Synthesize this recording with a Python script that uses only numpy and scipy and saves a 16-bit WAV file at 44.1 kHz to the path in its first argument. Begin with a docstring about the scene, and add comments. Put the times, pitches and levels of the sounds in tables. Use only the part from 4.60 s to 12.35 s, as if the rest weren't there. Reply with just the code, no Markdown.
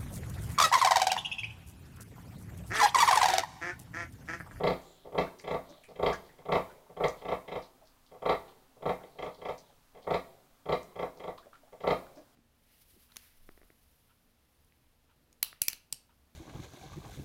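"""Sow grunting as piglets suckle

In a straw-bedded wooden pen a sow grunts in short runs. Each grunt is a few slow throat flaps, about 30
a second: pressure pulses excite the pen's modes, and filtered noise and a rising chirp sound in the snout.
Piglets smack (wavering tones with clicks) and stir the straw (clumps of band-passed grains).
Still air (coloured noise) and thin far-off whistles (narrow noise bands) fill the quiet barn."""
import sys
import numpy as np
from scipy import signal
from scipy.fft import rfft, irfft
from scipy.io import wavfile

SR = 44100
rng = np.random.default_rng(int(sys.argv[2]) if len(sys.argv) > 2 else 0)


def bounce(signal):
    """Save signal as a 16-bit WAV file at the path given by the first command-line argument."""
    frames = np.transpose(np.atleast_2d(signal))
    limited = np.clip(frames, -1, 1)
    pcm = np.round(limited * 32767).astype(np.int16)
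    wavfile.write(sys.argv[1], SR, pcm)


N = 341775
TAIL = SR   # samples kept of any echo

# The sow's grunts. Each row: start in seconds, length in seconds, level of the strongest flap in relative dB,
# curvature of the swell in dB (fall from a crest to age zero), age at the crest in seconds,
# age at the widest nostrils in seconds, nasal rasp there in dB relative to the flap,
# snout chirp there in dB relative to the flap, mouth lift in dB.
GRUNTS = [(0.001, 0.1, -23.5, 9.5, .056, 0.045, -7.5, -14, -2),
          (0.546, .066, -23.5, 8.5, 0.033, 0.037, -7, -16.5, -1.5),
          (0.839, 0.1, -28.5, 14, 0.09, .004, -7, -15.5, 0),
          (1.356, .139, -24, 25, .092, 0.087, -7.5, -13.5, -3),
          (1.853, .099, -22.5, 20, .084, .066, -10, -19, 1.5),
          (2.366, 0.071, -22.5, 16.5, 0.073, 0.077, -6.5, -16.5, -0.5),
          (2.616, 0.1, -27, 22, 0.19, 0.04, -8, -17, 2.5),
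          (2.878, 0.076, -32, 12, 0.14, 0.0044, -4.5, -13.5, 1),
          (3.62, .104, -23, 15, 0.063, 0.048, -9.5, -16.5, 3.5),
          (4.222, .067, -26, 15.5, .05, 0.046, -13, -22.5, 1.5),
          (4.586, 0.074, -34.5, 5, 0.048, 0.0044, -6, -14, 3.5),
          (4.815, .071, -31.5, 14.5, 0.14, 0.0078, -6, -15.5, 3),
          (5.469, .069, -25.5, 6, 0.048, 0.048, -9.5, -16, 2),
          (6.056, 0.064, -25, 15.5, 0.054, 0.047, -11, -17, -0.5),
          (6.356, 0.068, -30.5, 10, 0.073, 0.011, -8.5, -20, 1.5),
          (6.597, 0.077, -34, 16, 0.22, 0.0011, -9.5, -16, 2.5),
          (7.203, 0.1, -23, 23.5, .083, 0.078, -9.5, -16, 2)]


def from_db(db):
    """Amplitude ratio: 20 dB is a factor of ten."""
    return 10 ** (np.asarray(db) / 20)


def unit(x):
    """Energy normalization: the squares sum to one."""
    return x / np.sqrt(np.sum(x ** 2) + 1e-20)


def at_hz(points, hz):
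    """Linear interpolation on a logarithmic frequency axis."""
    known_hz, values = np.transpose(points)
    return np.interp(np.log(np.maximum(hz, 1)), np.log(known_hz), values)


def add(track, s, sound):
    """Superposition: mix a sound into a track at a time in seconds."""
    start = max(int(round(s * SR)), 0)
    track[start:start + len(sound)] += sound[:max(N - start, 0)]


def through(x, response):
    """Linear filtering: convolve a sound with an impulse response."""
    return signal.fftconvolve(x, response)[:len(x)]


def band(x, low_hz, high_hz):
    """Butterworth band-pass: a flat band with smooth skirts."""
    sections = signal.butter(2, [low_hz, high_hz], "band", fs=SR, output="sos")
    return signal.sosfilt(sections, x)


def low_pass(x, hz):
    """Second-order Butterworth low-pass: 12 dB an octave above the corner."""
    return signal.sosfilt(signal.butter(2, hz, fs=SR, output="sos"), x)


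def colour(spectrum, size=8192):
    """Minimum phase: folding the cepstrum gives a causal response with the spectrum's shape and unit energy."""
    hz = np.arange(size // 2 + 1) * SR / size
    cepstrum = irfft(np.log(from_db(at_hz(spectrum, hz))))
    cepstrum[1:size // 2] *= 2
    cepstrum[size // 2 + 1:] = 0
    return unit(irfft(np.exp(rfft(cepstrum))))


def puff(rise_s, t60, size=TAIL):
    """Exponential rise and decay: noise that swells and dies, with unit energy."""
    t = np.arange(size) / SR
    envelope = (1 - np.exp(-t / rise_s)) * from_db(-60 * t / t60)
    return unit(rng.standard_normal(size) * envelope)


def boards(direct_db, t60, wall_db=-9, wall_s=0.012):
    """Room response: direct sound, a slap from the near wall, dense reflections from the pen's boards."""
    response = puff(rise_s=0.01, t60=t60)
    response[0] += from_db(direct_db)
    add(response, wall_s, np.array([from_db(wall_db)]))
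    return unit(response)


def barn_echo():
    """Late reverberation under the roof: diffuse noise that decays at its own rate in each band."""
    # Decay of the barn. Each row: frequency in Hz, t60 in seconds.
    barn_t60 = [(100, 1), (500, 0.75), (2000, 0.58), (6000, 1), (15000, 0.83)]
    t = np.arange(TAIL) / SR
    edges = np.geomspace(60, 16000, 9)
    tail = np.zeros(TAIL)
    for low_hz, high_hz in zip(edges, edges[1:]):
        t60 = at_hz(barn_t60, np.sqrt(low_hz * high_hz))
        tail += band(rng.standard_normal(TAIL), low_hz, high_hz) * from_db(-60 * t / t60)
    return unit(tail * (1 - np.exp(-t / 0.0096)))


def still_air(level_db=-65):
    """Stationary background: white noise shaped by a fixed spectrum."""
    # Spectrum of the barn's air. Each row: frequency in Hz, relative spectral level in dB.
    air_spectrum = [(25, 0), (60, -14.5), (110, -9), (200, -19), (265, -6.5), (340, -21.5), (700, -17),
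                    (1200, -18.5), (1900, -24.5), (4000, -26.5), (8000, -30), (15500, -29.5)]
    noise = rng.standard_normal(N + TAIL)
    return from_db(level_db) * through(noise, colour(air_spectrum))[TAIL:]   # drop the filter's onset


def whistles(width_hz):
    """Amplitude modulation: noise on a gliding carrier makes a narrow, airy, far-off whistle."""
    # Each row: start in seconds, length in seconds, start pitch in Hz, end pitch in Hz, rms level in dB.
    whistle_table = [(0.117, 0.41, 3950, 3520, -71), (0.193, 0.21, 7260, 7200, -73),
                     (1.003, 0.27, 3780, 3650, -69.5), (4.348, 0.71, 4070, 4140, -74.5),
                     (4.974, 0.21, 3750, 3470, -77)]
    out = np.zeros(N)
    for s, length_s, start_hz, end_hz, db in whistle_table:
        count = int(length_s * SR)
        waver = band(rng.standard_normal(count), 6.1, width_hz)
        hz = np.linspace(start_hz, end_hz, count)
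        tone = waver * np.sin(2 * np.pi * np.cumsum(hz) / SR) * np.sqrt(np.hanning(count))
        add(out, s, from_db(db) * np.sqrt(count) * unit(tone))
    return out


def scattered(count, db, hz, length_s, spread_db=3, spread_octaves=0.52):
    """Jittered sequence: one faint event in each equal time slot, with random time, strength and pitch."""
    events = []
    for k, (when, strength, pitch) in enumerate(rng.random((count, 3))):
        s = (k + when) * N / SR / count
        event_db = db + spread_db * (2 * strength - 1)
        event_hz = hz * 2 ** (spread_octaves * (2 * pitch - 1))
        events.append((s, event_db, event_hz, length_s))
    return events


def rustles(events, spread, grain_db):
    """Granular noise: short clumps of uneven little clicks, each clump in its own band."""
    out = np.zeros(N)
    for s, db, hz, length_s in events:
        age = np.arange(int(4 * length_s * SR)) / (length_s * SR)   # in units of length_s
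        grains = rng.standard_normal(len(age)) * from_db(grain_db * rng.standard_normal(len(age)))
        clump = band(grains * np.sqrt(age) * np.exp(-2 * age), hz / spread, hz * spread)
        add(out, s, from_db(db) * np.sqrt(length_s * SR) * unit(clump))
    return out


def smacks(sucks, rise_share=0.107, wobble=0.039, click_db=-11):
    """Cavity resonance: a wet click and a wavering note that rises as the piglet's small mouth closes."""
    clicks = [(s, db + click_db, hz, length_s) for s, db, hz, length_s in sucks]
    out = rustles(clicks, spread=2.7, grain_db=18.0)
    for s, db, hz, length_s in sucks:
        age = np.arange(int(4 * length_s * SR)) / (length_s * SR)   # in units of length_s
        waver = unit(low_pass(rng.standard_normal(len(age)), hz=hz / 6)) * np.sqrt(len(age))
        pitch = hz * (1 + rise_share * (age - 0.5) + 2 * wobble * waver)
        note = np.sin(2 * np.pi * np.cumsum(pitch) / SR) * np.sqrt(age) * np.exp(-2 * age)
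        # the same waver, shifted by half its length, varies the strength
        note = note * from_db(6.5 * np.roll(waver, len(age) // 2))
        add(out, s, from_db(db) * np.sqrt(length_s * SR) * unit(note))
    return out


def piglets():
    """Direct and reverberant sound: smacks and straw heard off the boards and faintly from the barn."""
    # Sucks and nuzzles placed by hand, strong to very faint. Each row: start in seconds,
    # relative level in dB, centre in Hz, time scale in seconds.
    placed_sucks = [(0.666, -52, 1430, 0.015), (0.794, -56, 1930, 0.014), (1.085, -57, 600, 0.077),
                    (1.095, -56, 284, 0.032), (1.235, -59.5, 2300, 0.029), (1.526, -41, 1654, 0.021),
                    (1.689, -63, 1920, 0.026), (2.096, -57, 1490, 0.024), (3.213, -59, 618, .022),
                    (3.866, -57.5, 1000, 0.032), (4.209, -54, 560, 0.014), (5.754, -70, 700, 0.02),
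                    (6.777, -49.5, 985, 0.0076), (6.823, -62, 1450, 0.013), (6.856, -55, 537, 0.019),
                    (6.93, -54.5, 1260, 0.022), (7.032, -58, 593, 0.009), (7.563, -55.5, 268, 0.049),
                    (7.57, -54, 601.5, 0.03)]
    # Straw snapping under trotters, placed by hand. Each row: start in seconds, relative level in dB,
    # centre in Hz, time scale in seconds.
    placed_straw = [(.786, -54.5, 5060, 0.011), (.812, -61.5, 7970, 0.0097), (1.09, -62.5, 5250, 0.021),
                    (1.236, -65.5, 8450, .02), (1.528, -49, 5200, 0.011), (2.482, -41, 6000, 0.0032),
                    (3.02, -60, 4280, 0.03), (4.745, -57, 4190, 0.0049), (4.979, -56.5, 5260, 0.014),
                    (6.777, -57.5, 3630, 0.012)]
    faint_sucks = scattered(count=12, db=-64, hz=990, length_s=0.02)
    faint_straw = scattered(count=16, db=-68.5, hz=4830, length_s=0.041)
    near = smacks(placed_sucks + faint_sucks) + rustles(placed_straw + faint_straw, spread=1.26, grain_db=10.5)
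    return through(near, boards(direct_db=5.0, t60=0.13)) + from_db(-19.5) * through(near, barn_echo())


def flap_ages(length_s, flap_period_s=0.034):
    """Near-periodic excitation: flaps evenly spaced from start to end, about one period apart."""
    return np.linspace(0, length_s, 1 + int(round(length_s / flap_period_s)))


def throat_flaps():
    """Source control: grunts swell in an arch as the nostrils flare once; catches stay level.

    Yields (start in seconds, level in dB, rasp in dB and chirp in dB relative to the level)."""
    # Soft catches of the throat, mostly just before a grunt. Each row: start in seconds, length in seconds,
    # relative level in dB, nasal rasp in dB relative to that level.
    catches = [(0.448, 0.018, -46.5, -23), (0.521, 0, -42.5, -21), (1.283, 0.021, -50.5, -18),
               (1.784, 0.016, -51.5, -11), (2.294, 0, -48.5, -23), (3.514, 0.028, -48.5, -19),
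               (4.162, 0.037, -57, -31), (4.432, 0, -47, -10.5), (4.55, 0, -53.5, -29),
               (4.781, 0, -50.5, -31), (5.347, 0.023, -49.5, -15), (5.44, 0, -52.5, -18),
               (6.566, 0.011, -52, -22), (7.124, 0.0018, -46.5, -18.5)]
    flare_db_per_s, narrow_db_per_s = 550, 112   # the nostrils snap open and narrow again slowly
    leak_rasp_db, leak_chirp_db = -56.5, -63.5   # least sound through shut nostrils, however strong the flap
    for start_s, length_s, db, swell_db, crest_s, nose_s, rasp_db, chirp_db, _ in GRUNTS:
        ages = flap_ages(length_s)
        arch = -swell_db * (ages / crest_s - 1) ** 2
        level = db + arch - arch.max()
        nostrils = np.minimum(flare_db_per_s * (ages - nose_s), narrow_db_per_s * (nose_s - ages))
        rasp = np.maximum(rasp_db + nostrils, leak_rasp_db - level)
        chirp_level = np.maximum(chirp_db + nostrils, leak_chirp_db - level)
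        yield from zip(start_s + ages, level, rasp, chirp_level)
    for start_s, length_s, db, rasp_db in catches:
        for age in flap_ages(length_s):
            yield start_s + age, db, rasp_db, rasp_db - 8.5


def chirp(start_hz, end_hz, length_s, size, rough=0.78):
    """Swept resonance: the snout's note climbs, roughly, as each flap pushes it open."""
    length_s = length_s * np.exp(rng.normal(0, 0.24))
    progress = np.minimum(np.arange(size) / SR / length_s, 1)
    hz = (start_hz + (end_hz - start_hz) * progress ** 1.58) * np.exp(rng.normal(0, 0.016))
    grit = unit(low_pass(rng.standard_normal(size), hz=450)) * np.sqrt(size)
    envelope = np.abs(np.sin(np.pi * progress ** 1.02))
    return unit(np.sin(2 * np.pi * np.cumsum(hz) / SR) * (1 + rough * grit) * envelope)


def flaps(flap_s=0.03, hiss_db=-5, soft_hz=780, hard_hz=3200, size=4096):
    """Source excitation: each flap gives a pulse, throat turbulence, a nasal rasp and a snout chirp."""
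    # Broad colour of the throat alone. Each row: frequency in Hz, relative spectral level in dB.
    throat_spectrum = [(30, -33.5), (110, -13.5), (170, -5), (230, -15.5), (300, -11.5), (420, -2.5),
                       (650, -4.5), (900, -8.5), (1300, -11), (1550, -26.5), (2100, -15.5), (3000, -36),
                       (6000, -43.5)]
    # Colour of the nasal rasp. Each row: frequency in Hz, relative spectral level in dB.
    rasp_spectrum = [(1100, 1.5), (1500, -33), (1700, -4.5), (1830, -11), (1950, 0), (2080, -7.5),
                     (2350, 0), (2480, -12), (2620, -3), (2850, -25), (3300, -36), (5000, -16.5),
                     (8000, -40), (15000, -57)]
    # Colour of the air that bursts through the snout. Each row: frequency in Hz, relative spectral level in dB.
    snout_spectrum = [(2700, -27), (3000, 1.5), (3230, 12.5), (3400, -11), (3550, -18), (3750, -6),
                      (3970, 6.5), (4300, -9), (4600, -9.5), (4830, -1.5), (5700, -37.5), (6500, -20),
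                      (7200, -8), (9000, -45)]
    pulses, spurts, nose_pulses, rasps, chirps = np.zeros((5, N))
    throat_colour, rasp_colour, snout_colour = colour(throat_spectrum), colour(rasp_spectrum), colour(snout_spectrum)
    click = signal.unit_impulse(size)
    for s, level_db, nasal_db, chirp_db in throat_flaps():
        strength = from_db(level_db) * np.sqrt(flap_s * SR)
        effort = np.clip((level_db + 50) / 26, 0, 1)
        # a gentle flap closes softly and sounds duller
        edge_hz = soft_hz * (hard_hz / soft_hz) ** effort
        add(pulses, s, strength * low_pass(click, edge_hz))
        spurt = through(puff(rise_s=0.0035, t60=0.078, size=size), throat_colour)
        add(spurts, s, strength * unit(low_pass(spurt, edge_hz)))
        add(nose_pulses, s, strength * from_db(nasal_db) * click)
        # the nose and snout noises sound a moment after the throat opens
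        rasp = unit(through(puff(rise_s=0.0053, t60=0.032, size=size), rasp_colour))
        add(rasps, s + 0.003, strength * from_db(nasal_db) * rasp)
        sweep = chirp(start_hz=3126, end_hz=3650 + 1450 * effort ** 3, length_s=0.0102, size=size)
        sweep = unit(low_pass(sweep, hz=4800))
        hiss = unit(through(puff(rise_s=0.004, t60=0.031, size=size), snout_colour))
        add(chirps, s + 0.001005, strength * from_db(chirp_db) * sweep)
        add(chirps, s + 0.002, strength * from_db(chirp_db + hiss_db) * hiss)
    return pulses, spurts, nose_pulses, rasps, chirps


def ringing(modes, straw_t60=0.79):
    """Modal sum: neighbours start in opposite directions, so the ring builds up; straw damps every mode."""
    t = np.arange(TAIL) / SR
    rings = np.zeros(TAIL)
    for k, (hz, db, t60) in enumerate(modes):
        rings += (-1) ** k * from_db(db - 60 * t / t60) * np.sin(2 * np.pi * hz * t)
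    return unit(rings * from_db(-60 * t / straw_t60))


def open_mouth(x, corner_hz=750):
    """Spectral tilt: a wider mouth favours what lies above the first resonance; each grunt has its own."""
    start_s, length_s, *_, lift_db = np.transpose(GRUNTS)
    # the opening glides from the end of one grunt to the end of the next
    lift = from_db(np.interp(np.arange(N) / SR, start_s + length_s, lift_db))
    low = signal.lfilter(*signal.butter(1, corner_hz, fs=SR), x)
    return low / lift + (x - low) * lift


def soft_hiss(pulses, hiss_db=-38, follow=0.3, rise_s=0.013, t60=0.61, corner_hz=7000):
    """Envelope following: a faint high hiss swells with the smoothed pulse power and fades slowly."""
    t = np.arange(TAIL) / SR
    fade = (1 - np.exp(-t / rise_s)) * from_db(-60 * t / t60) ** 2   # squared: a decay of power
    power = np.maximum(through(pulses ** 2, fade / fade.sum()), 0)
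    hiss = signal.lfilter(*signal.butter(1, corner_hz, "high", fs=SR), rng.standard_normal(N))
    return from_db(hiss_db) * power ** follow * hiss


def sow(body_db=-2.83, rough_db=-9, rasp_db=-4, nasal_ring_db=-5.5, snout_db=-3.0, barn_db=-21):
    """Source and filter: pulses ring the pen, turbulence scatters off its boards, the barn answers faintly."""
    # Resonances of throat and pen together. Each row: frequency in Hz, relative level in dB,
    # t60 in seconds before the straw's damping.
    pen_modes = [(28.8, -21, 0.37), (56.3, -13.5, 0.64), (91.4, -21, 0.63), (150.4, -6.5, 0.24),
                 (181.2, -3.5, 0.36), (267.1, -9.5, 0.51), (348, -9, 0.2), (395, 6, 0.099),
                 (430.3, 8.5, 0.11), (465, 4.6, 0.2), (476, 9.5, 0.13), (501.1, 4.5, 0.34),
                 (555.3, 3.5, 0.19), (622.4, 0.5, 0.43), (666, 1, 0.35), (715, -7, 0.29),
                 (737.7, 2.5, 0.23), (768.6, -0.5, 0.25), (830, -15, 0.096), (880.2, 3, 0.12),
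                 (901.5, 1, 0.17), (950, -8.5, 0.26), (1031, -12.5, 0.2), (1089, -7.5, 0.38),
                 (1149, -1, 0.29), (1234, -13.5, 0.13), (1312, -6.5, 0.18), (1365, -9.5, 0.12),
                 (1424, -20, 0.32)]
    # Sharp resonances of the nasal passage. Each row: frequency in Hz, relative level in dB,
    # t60 in seconds before the straw's damping.
    nasal_modes = [(1678, -5.5, 0.21), (1767, -8, 0.13), (1934, -5, 0.27), (2038, 3, 0.19), (2073, 1, 0.11),
                   (2160, -2, 0.26), (2300, -9, 0.21), (2390, -6, 0.17), (2630, -5, 0.072),
                   (3226, -3.5, 0.18)]
    pulses, spurts, nose_pulses, rasps, chirps = flaps()
    body = from_db(body_db) * through(pulses, ringing(pen_modes))
    rough = from_db(rough_db) * through(spurts, boards(direct_db=-4.5, t60=0.19))
    nose = from_db(rasp_db) * through(rasps, boards(direct_db=-4.0, t60=0.27))
    nose = nose + from_db(nasal_ring_db) * through(nose_pulses, ringing(nasal_modes))
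    snout = from_db(snout_db) * through(chirps, boards(direct_db=4.0, t60=0.21))
    echo = from_db(barn_db) * through(spurts + chirps, barn_echo())
    return open_mouth(body + rough) + nose + snout + echo + soft_hiss(pulses)


def scene():
    """Superposition: sow and piglets in the pen, over whistles and the still air of the barn."""
    return (still_air() + whistles(width_hz=490) + piglets() + sow())[None]


def record(dry, cutoff_hz=15800):
    """Elliptic low-pass: the top is cut steeply."""
    return signal.sosfilt(signal.ellip(12, 0.1, 70, cutoff_hz, fs=SR, output="sos"), dry)


dry = scene()
out = record(dry)
bounce(out)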